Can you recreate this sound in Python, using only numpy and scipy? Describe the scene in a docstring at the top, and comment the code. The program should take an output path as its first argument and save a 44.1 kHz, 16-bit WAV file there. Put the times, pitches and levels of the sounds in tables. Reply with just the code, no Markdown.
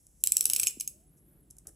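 """A small, quiet room: close to a phone, a utility cutter's blade is pushed out over a cardboard parcel.
The slider snaps over twelve ratchet teeth and chatters between them; the freed steel blade knocks
and rings. A soft thump comes just before the last blade knocks and the slider settling back;
a few light ticks follow as the hand steadies the box and the tip meets it.
Underneath lie room rumble, rustling hands and faint gliding tones."""
import sys
import numpy as np
from scipy import signal
from scipy.fft import rfft, irfft, next_fast_len
from scipy.io import wavfile
from scipy.ndimage import uniform_filter1d

SR = 44100
rng = np.random.default_rng(int(sys.argv[2]) if len(sys.argv) > 2 else 0)


def unload_wav(signal):
    """Save mono or channel-first audio to the path in sys.argv[1] as 16-bit WAV at rate SR, clipped to [-1, 1]."""
    wavfile.write(
        sys.argv[1],
        SR,
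        np.round(np.clip(np.atleast_2d(signal).T, -1, 1) * 32767).astype(np.int16),
    )


N = 77175
T = np.arange(N) / SR
HIT_GAIN_DB = 9  # added to every touch, press, knock and tooth


def undb(db):
    return 10 ** (np.asarray(db) / 20)


def unit(x):
    """Scale to unit energy."""
    return x / np.sqrt(np.sum(x ** 2))


def steady(x):
    """Scale to unit rms."""
    return x / np.std(x)


def fader(levels):
    """Gain that rides through (time_s, level_db) points."""
    return undb(np.interp(T, *np.array(levels).T))


def fade(t60_s):
    """Exponential decay that loses 60 dB in t60_s."""
    return np.exp(-np.log(1000) * T / t60_s)


def add(out, start_s, x):
    """Mix a sound in at its cue."""
    i = int(start_s * SR)
    out[i:i + len(x)] += x[:N - i]


def convolve(x, response):
    """Pass a sound through a response."""
    return signal.fftconvolve(x, response)[:len(x)]


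def colour(x, eq, size=4096):
    """Minimum-phase EQ through (freq_hz, gain_db) points."""
    hz, db = np.array(eq, float).T
    bins_hz = np.arange(size // 2 + 1) * SR / size
    gain_db = np.interp(np.log(bins_hz + 1), np.log(hz), db)
    cepstrum = irfft(np.log(undb(gain_db)))
    cepstrum[1:size // 2] *= 2
    cepstrum[size // 2 + 1:] = 0
    return convolve(x, irfft(np.exp(rfft(cepstrum))))


def resonate(x, db, hz, width_hz):
    """Lift or damp one resonance."""
    band = signal.lfilter(*signal.iirpeak(hz, hz / width_hz, fs=SR), x)
    return x + (undb(db) - 1) * band


def ring(hz, t60_s, rise_s=.00025, size=8192):
    """One struck mode of unit energy, with a slightly rounded attack."""
    t = T[:size]
    attack = 1 - np.exp(-(t / rise_s) ** 2)
    return unit(attack * fade(t60_s)[:size] * np.sin(2 * np.pi * hz * t))


def contact(hold_s, eq, rise_s=.00015, fall_s=.00048, size=8192):
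    """A gritty contact of unit energy: a short noise burst, its spectrum evened out before the EQ."""
    t = T[:size]
    envelope = (1 - np.exp(-t / rise_s)) * np.exp(-np.maximum(t - hold_s, 0) / fall_s)
    burst = envelope * np.sign(rng.standard_normal(size))
    spectrum = rfft(np.roll(burst, 16))
    smooth_power = uniform_filter1d(np.abs(spectrum) ** 2, size=200)
    even = irfft(spectrum / np.sqrt(smooth_power))
    trimmed = np.roll(even, -12)[:size - 256]  # drop the pre-ring that wraps round to the end
    return unit(colour(trimmed, eq))


def wash(eq, levels):
    """Soft noise of one colour on a slow fader."""
    return steady(colour(rng.standard_normal(N), eq)) * fader(levels)


def glide(path, waver_hz):
    """An unsteady tone: a narrow noise band sliding along (time_s, pitch_hz, level_db) points."""
    times, hz, db = np.array(path).T
    noise = rng.standard_normal(N) + 1j * rng.standard_normal(N)
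    waver = steady(signal.sosfilt(signal.butter(2, waver_hz, fs=SR, output="sos"), noise))
    phase = 2 * np.pi * np.cumsum(np.interp(T, times, hz)) / SR
    tone = np.real(waver * np.exp(1j * phase))
    sounding = (T > times[0]) & (T < times[-1])
    soft_gate = uniform_filter1d(1. * sounding, size=1024)
    return steady(tone) * soft_gate * undb(np.interp(T, times, db))


# Colour of the room tone: freq_hz, gain_db
ROOM_TONE_EQ = [(20, -27), (32, -11), (50, 9.5), (85, -4), (170, -6.5), (330, -17), (600, -23.5),
                (1100, -34.5), (3500, -37.5), (6000, -43.5), (8000, -31.5), (10800, -31), (15000, -34.5)]
# Its fader: time_s, level_db
ROOM_TONE_LEVEL = [(0, -66), (.25, -64.5), (1.0, -65), (1.75, -64)]
def room_tone():
    """The bed: a low rumble with a faint high hiss."""
    return wash(ROOM_TONE_EQ, ROOM_TONE_LEVEL)


# Path of the hum: time_s, pitch_hz, level_db
HUM_PATH = [(.9, 532, -77), (.99, 641, -73.5), (1.1, 787, -87)]
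def hum():
    """A faint, brief tone that rises as it fades."""
    return glide(HUM_PATH, waver_hz=18.6)


# Path of the whistle: time_s, pitch_hz, level_db
WHISTLE_PATH = [(.97, 10170, -78), (1.05, 10170, -75), (1.13, 11570, -72.5), (1.22, 11200, -73.5),
                (1.32, 12030, -72), (1.39, 11820, -72.5), (1.47, 10150, -75.5), (1.65, 8550, -76.5)]
# Its partials: pitch_ratio, gain_db
WHISTLE_STACK = [(1, 0), (.955, -5), (.91, -6), (.76, -10), (1.16, -10)]
def whistle():
    """Thin, high partials that rise and fall together."""
    return sum(undb(db) * glide(np.array(WHISTLE_PATH) * [1, ratio, 1], waver_hz=38)
               for ratio, db in WHISTLE_STACK)


# Low rustle of the hands: freq_hz, gain_db
RUSTLE_EQ = [(30, -23), (90, -1.5), (150, 7.5), (230, -2.5), (340, 1), (600, -22.5), (1200, -34),
             (4000, -41)]
# Its fader: time_s, level_db
RUSTLE_LEVEL = [(0, -94.5), (0.302, -70), (.52, -60.5), (.68, -69.5), (.82, -65.5), (1.2, -68.5),
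                (1.45, -65.5), (1.75, -72)]
# Crisp colour of the tape: freq_hz, gain_db
TAPE_EQ = [(200, -30), (2400, -29), (3500, -20), (4400, -21), (5400, -1), (8200, 4.5), (11200, 8),
           (12600, -7), (14000, -5), (15800, -19)]
# Fingertips brushing it: time_s, level_db
FINGERTIP_LEVEL = [(0, -67.5), (.15, -69), (.3, -63.5), (.95, -73), (1.051, -89), (1.55, -89),
                   (1.75, -69.5)]
# Dull colour of the cardboard: freq_hz, gain_db
CARDBOARD_EQ = [(60, -12), (200, -1), (330, 11), (450, 2), (650, 1), (950, -8), (1500, -7), (2500, -18),
                (15000, -44)]
# The palm rubbing it: time_s, level_db
PALM_RUB_LEVEL = [(1.0, -94.5), (1.15, -76), (1.25, -82), (1.32, -74), (1.39, -75), (1.499, -90)]
def hands():
    """Moving hands rustle and rub softly over tape and cardboard."""
    rustle = wash(RUSTLE_EQ, RUSTLE_LEVEL)
    fingertips = wash(TAPE_EQ, FINGERTIP_LEVEL)
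    palm = wash(CARDBOARD_EQ, PALM_RUB_LEVEL)
    return rustle + fingertips + palm


# Fingers and tip touching the taped box: start_s, level_db, contact_s
TAPE_TICKS = [(0.0675, -39.5, 0.0014), (.203, -42, 0.016), (1.171, -47.5, 0.022), (1.502, -41.5, 0.0042),
              (1.5072, -32.5, 0.0033), (1.567, -44, 0.0025), (1.5837, -34.5, 0.004),
              (1.6697, -25.5, 0.0028), (1.674, -34, 0.02)]
# The box giving under hand and tip: start_s, level_db, contact_s
BOX_PRESSES = [(1.566, -59, 0.0085), (1.653, -41, 0.0456)]
def parcel():
    """Light ticks on the tape and dull crunches of the cardboard."""
    out = np.zeros(N)
    for cues, eq in ((TAPE_TICKS, TAPE_EQ), (BOX_PRESSES, CARDBOARD_EQ)):
        for start_s, level_db, contact_s in cues:
            add(out, start_s, undb(HIT_GAIN_DB + level_db) * contact(contact_s, eq))
    return out


def thump(start_s=.7698, level_db=-43.5, rise_s=.005, from_hz=560, to_hz=205, sag_s=.003):
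    """One soft, quickly damped bump of the box that sinks in pitch."""
    out = np.zeros(N)
    pitch_hz = to_hz + (from_hz - to_hz) * np.exp(-T / sag_s)
    push = T / rise_s
    envelope = push * np.exp((1 - push ** 2) / 2)
    tone = np.sin(2 * np.pi * np.cumsum(pitch_hz) / SR)
    add(out, start_s, undb(level_db) * envelope * tone)
    return out


# Bright colour of the cutter's body: freq_hz, gain_db
CUTTER_EQ = [(150, -34.5), (900, -32), (1900, -37.5), (2500, -13.5), (3700, -19.5), (4600, -17), (5900, -6),
             (6900, -16.5), (7800, -1), (8900, -9), (10400, 1.5), (11400, -4), (12700, -1.5), (14000, -7),
             (15800, -16)]
# Dull rasp in the plastic handle: freq_hz, gain_db
RASP_EQ = [(150, -8), (550, 5.5), (900, -10.5), (1400, 3), (2200, -2.5), (4000, -16.5)]
# Sliding effort: time_s, level_db
SLIDE_LEVEL = [(.238, -59.5), (.248, -45), (.272, -36), (.305, -58), (.35, -46), (.49, -41.5), (.55, -38),
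               (.69, -38.5), (.73, -58)]
def slider(chatter_per_s=260, scatter_db=5.5, rub_db=-14, rasp_db=-24.5):
    """The moving slider rubs and chatters in tiny random contacts, rasping in the handle."""
    hits = rng.random(N) < chatter_per_s / SR
    strength = undb(scatter_db * np.clip(rng.standard_normal(N), -1.5, 1.5))
    chatter = steady(convolve(hits * strength, fade(t60_s=.005)) * rng.standard_normal(N))
    friction = chatter + undb(rub_db) * rng.standard_normal(N)
    scrape = steady(colour(friction, CUTTER_EQ))
    rasp = undb(rasp_db) * steady(colour(friction, RASP_EQ))
    moving = (T > SLIDE_LEVEL[0][0]) & (T < SLIDE_LEVEL[-1][0])
    return (scrape + rasp) * moving * fader(SLIDE_LEVEL)


# The loose blade hitting its track: start_s, level_db, contact_s, ring_db
BLADE_KNOCKS = [(0.2616, -16.5, .001, -32), (0.38, -16, .0015, -22.5), (0.4265, -23, .0006, -28),
                (.44, -20, .003, -18), (0.4613, -21.5, .001, -20.5), (0.4667, -19, .0015, -17.5),
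                (0.5066, -20.5, .003, -6), (0.539, -19.5, .003, -7), (.549, -16.5, .0015, -18.5),
                (0.5658, -15.5, .003, -14), (0.6, -11.5, .0012, -21), (0.6138, -19, .0007, -22),
                (0.636, -17, 0.0012, -2), (0.6742, -16.5, .002, -1.5), (.677, -23, .004, 7),
                (.682, -16.5, .003, -2.5), (0.7991, -21, .003, 0.5), (0.8761, -14, .0012, -6.5)]
# Steely colour of a knock: freq_hz, gain_db
STEEL_EQ = [(150, -46), (1700, -44), (2600, -17), (4100, -25), (5300, -8), (6600, -5), (8000, -2),
            (10200, 2), (12700, -4), (15800, -12)]
# Modes of the freed blade: pitch_hz, level_db, t60_s
BLADE_MODES = [(5350, -15, .025), (6540, 0, .025), (7430, -14, .05), (10350, -11, .03)]
def blade(max_detune=.008):
    """The blade knocks in its track and rings, louder once it is out, each ring slightly detuned."""
    knocks, rings = np.zeros(N), np.zeros(N)
    detunes = rng.uniform(-max_detune, max_detune, len(BLADE_KNOCKS))
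    for (start_s, level_db, contact_s, ring_db), detune in zip(BLADE_KNOCKS, detunes):
        gain = undb(HIT_GAIN_DB + level_db)
        modes = unit(sum(undb(db) * ring(hz * (1 + detune), t60_s) for hz, db, t60_s in BLADE_MODES))
        add(knocks, start_s, gain * contact(contact_s, STEEL_EQ))
        add(rings, start_s, gain * undb(ring_db) * modes)
    return knocks, rings


# Twelve teeth, then the slider settling back:
# start_s, level_db, contact_s, spring_hz, spring_db, hollow_db, track_db, bright_db
RATCHET_SNAPS = [(0.2378, -2.5, .0012, 7700, -4, -8, -10.5, -1),
                 (0.2716, -3.5, 0.002, 7700, -3.5, -4, -1, -5), (0.32, -6, 0.0014, 7830, 5, -1, 0.5, 1.5),
                 (0.3678, -3.5, 0.0021, 7660, -1, -8, 3, -0.5),
                 (0.4085, -4, 0.0011, 7250, -12, -4.5, 0.5, -1),
                 (0.4546, -4.5, 0.0017, 8000, -19.5, -2, 4.5, 2),
                 (0.4992, -4, 0.0014, 8530, -7.5, -1, -1.5, -4),
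                 (0.5337, -3.5, 0.0018, 7760, -12, 0.5, 4.5, -3),
                 (0.562, -2.5, .0011, 8200, -2.5, 1, 1.5, -9), (0.5974, -6, .001, 8300, 2, 4.5, 0.5, -7),
                 (0.6322, -5.5, .001, 7800, -4, 6.5, -2, -8),
                 (0.6695, -6.5, 0.0018, 7500, 2.5, 12, 1.5, -3.5),
                 (0.8073, -11.5, .0042, 7400, -8.5, 2, 3.5, -2)]
# Dull knock of the handle's shell, fuller as the thumb bears down: time_s, gain_db
SHELL_GAIN = [(.24, -8), (.45, 0.5)]
def ratchet(spring_trim_db=-5.5):
    """Each tooth snaps the slider's spring against the track and sounds the hollow handle."""
    out = np.zeros(N)
    for start_s, level_db, contact_s, spring_hz, spring_db, *resonances_db in RATCHET_SNAPS:
        hollow_db, track_db, bright_db = resonances_db
        shell_db = np.interp(start_s, *np.array(SHELL_GAIN).T)
        snap = contact(contact_s, CUTTER_EQ)
        snap = resonate(snap, hollow_db, hz=2496, width_hz=850)
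        snap = resonate(snap, shell_db, hz=798, width_hz=420)
        snap = resonate(snap, track_db, hz=5600, width_hz=870)
        snap = resonate(snap, bright_db, hz=11890, width_hz=5700)
        spring = undb(spring_trim_db + spring_db) * ring(spring_hz, t60_s=.007)
        gain = undb(HIT_GAIN_DB + level_db)
        add(out, start_s, gain * snap)
        add(out, start_s + contact_s / 2, gain * spring)
    return out


# Colour of the reverb return: freq_hz, gain_db
REVERB_EQ = [(200, 4), (900, -5), (1700, -2.5), (2600, -5), (4000, -5.5), (6500, -8.5), (7800, -5),
             (11000, -6.5), (15000, -9)]
def reverb(send, delay_s=.00084, early_db=-4, tail_db=-12.5):
    """Quick reflections from table and box, then the room's short tail."""
    onset = np.clip(T / delay_s - .5, 0, 1)
    early = undb(early_db) * unit(onset * fade(t60_s=.18) * rng.standard_normal(N))
    tail = undb(tail_db) * unit(onset * fade(t60_s=.52) * rng.standard_normal(N))
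    return colour(convolve(send, early + tail), REVERB_EQ)


# Stereo width, as EQ on the side channel: freq_hz, gain_db
SIDE_EQ = [(30, -14), (60, -7), (250, -9), (550, -3), (1200, -1), (2600, -5), (8500, -8)]
def scene(thump_send_db=-10, ring_send_db=-6):
    """Cutter and parcel sit in the centre; reverb, room tone and hands add a little width."""
    snaps = ratchet()
    knocks, rings = blade()
    foley = snaps + knocks + slider() + parcel()
    bump = thump()
    send = foley + undb(thump_send_db) * bump + undb(ring_send_db) * rings
    mid = foley + bump + rings + reverb(send) + room_tone() + hands() + whistle() + hum()
    side = colour(reverb(send) + (room_tone() + hands()) / 2, SIDE_EQ)
    return np.array([mid + side, mid - side])


def record(dry, split_hz=7880, lag_s=.000317, top_hz=15900):
    """The phone's left port hears the high treble late; a steep low-pass cuts the top of both sides."""
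    size = next_fast_len(2 * N)
    hz = np.arange(size // 2 + 1) * SR / size
    treble_lag = np.exp(-2j * np.pi * np.maximum(hz - split_hz, 0) * lag_s)
    left = irfft(rfft(dry[0], size) * treble_lag, size)[:N]
    low_pass = signal.ellip(8, .2, 80, top_hz, fs=SR, output="sos")
    return signal.sosfilt(low_pass, np.array([left, dry[1]]))


dry = scene()
out = record(dry)
unload_wav(out)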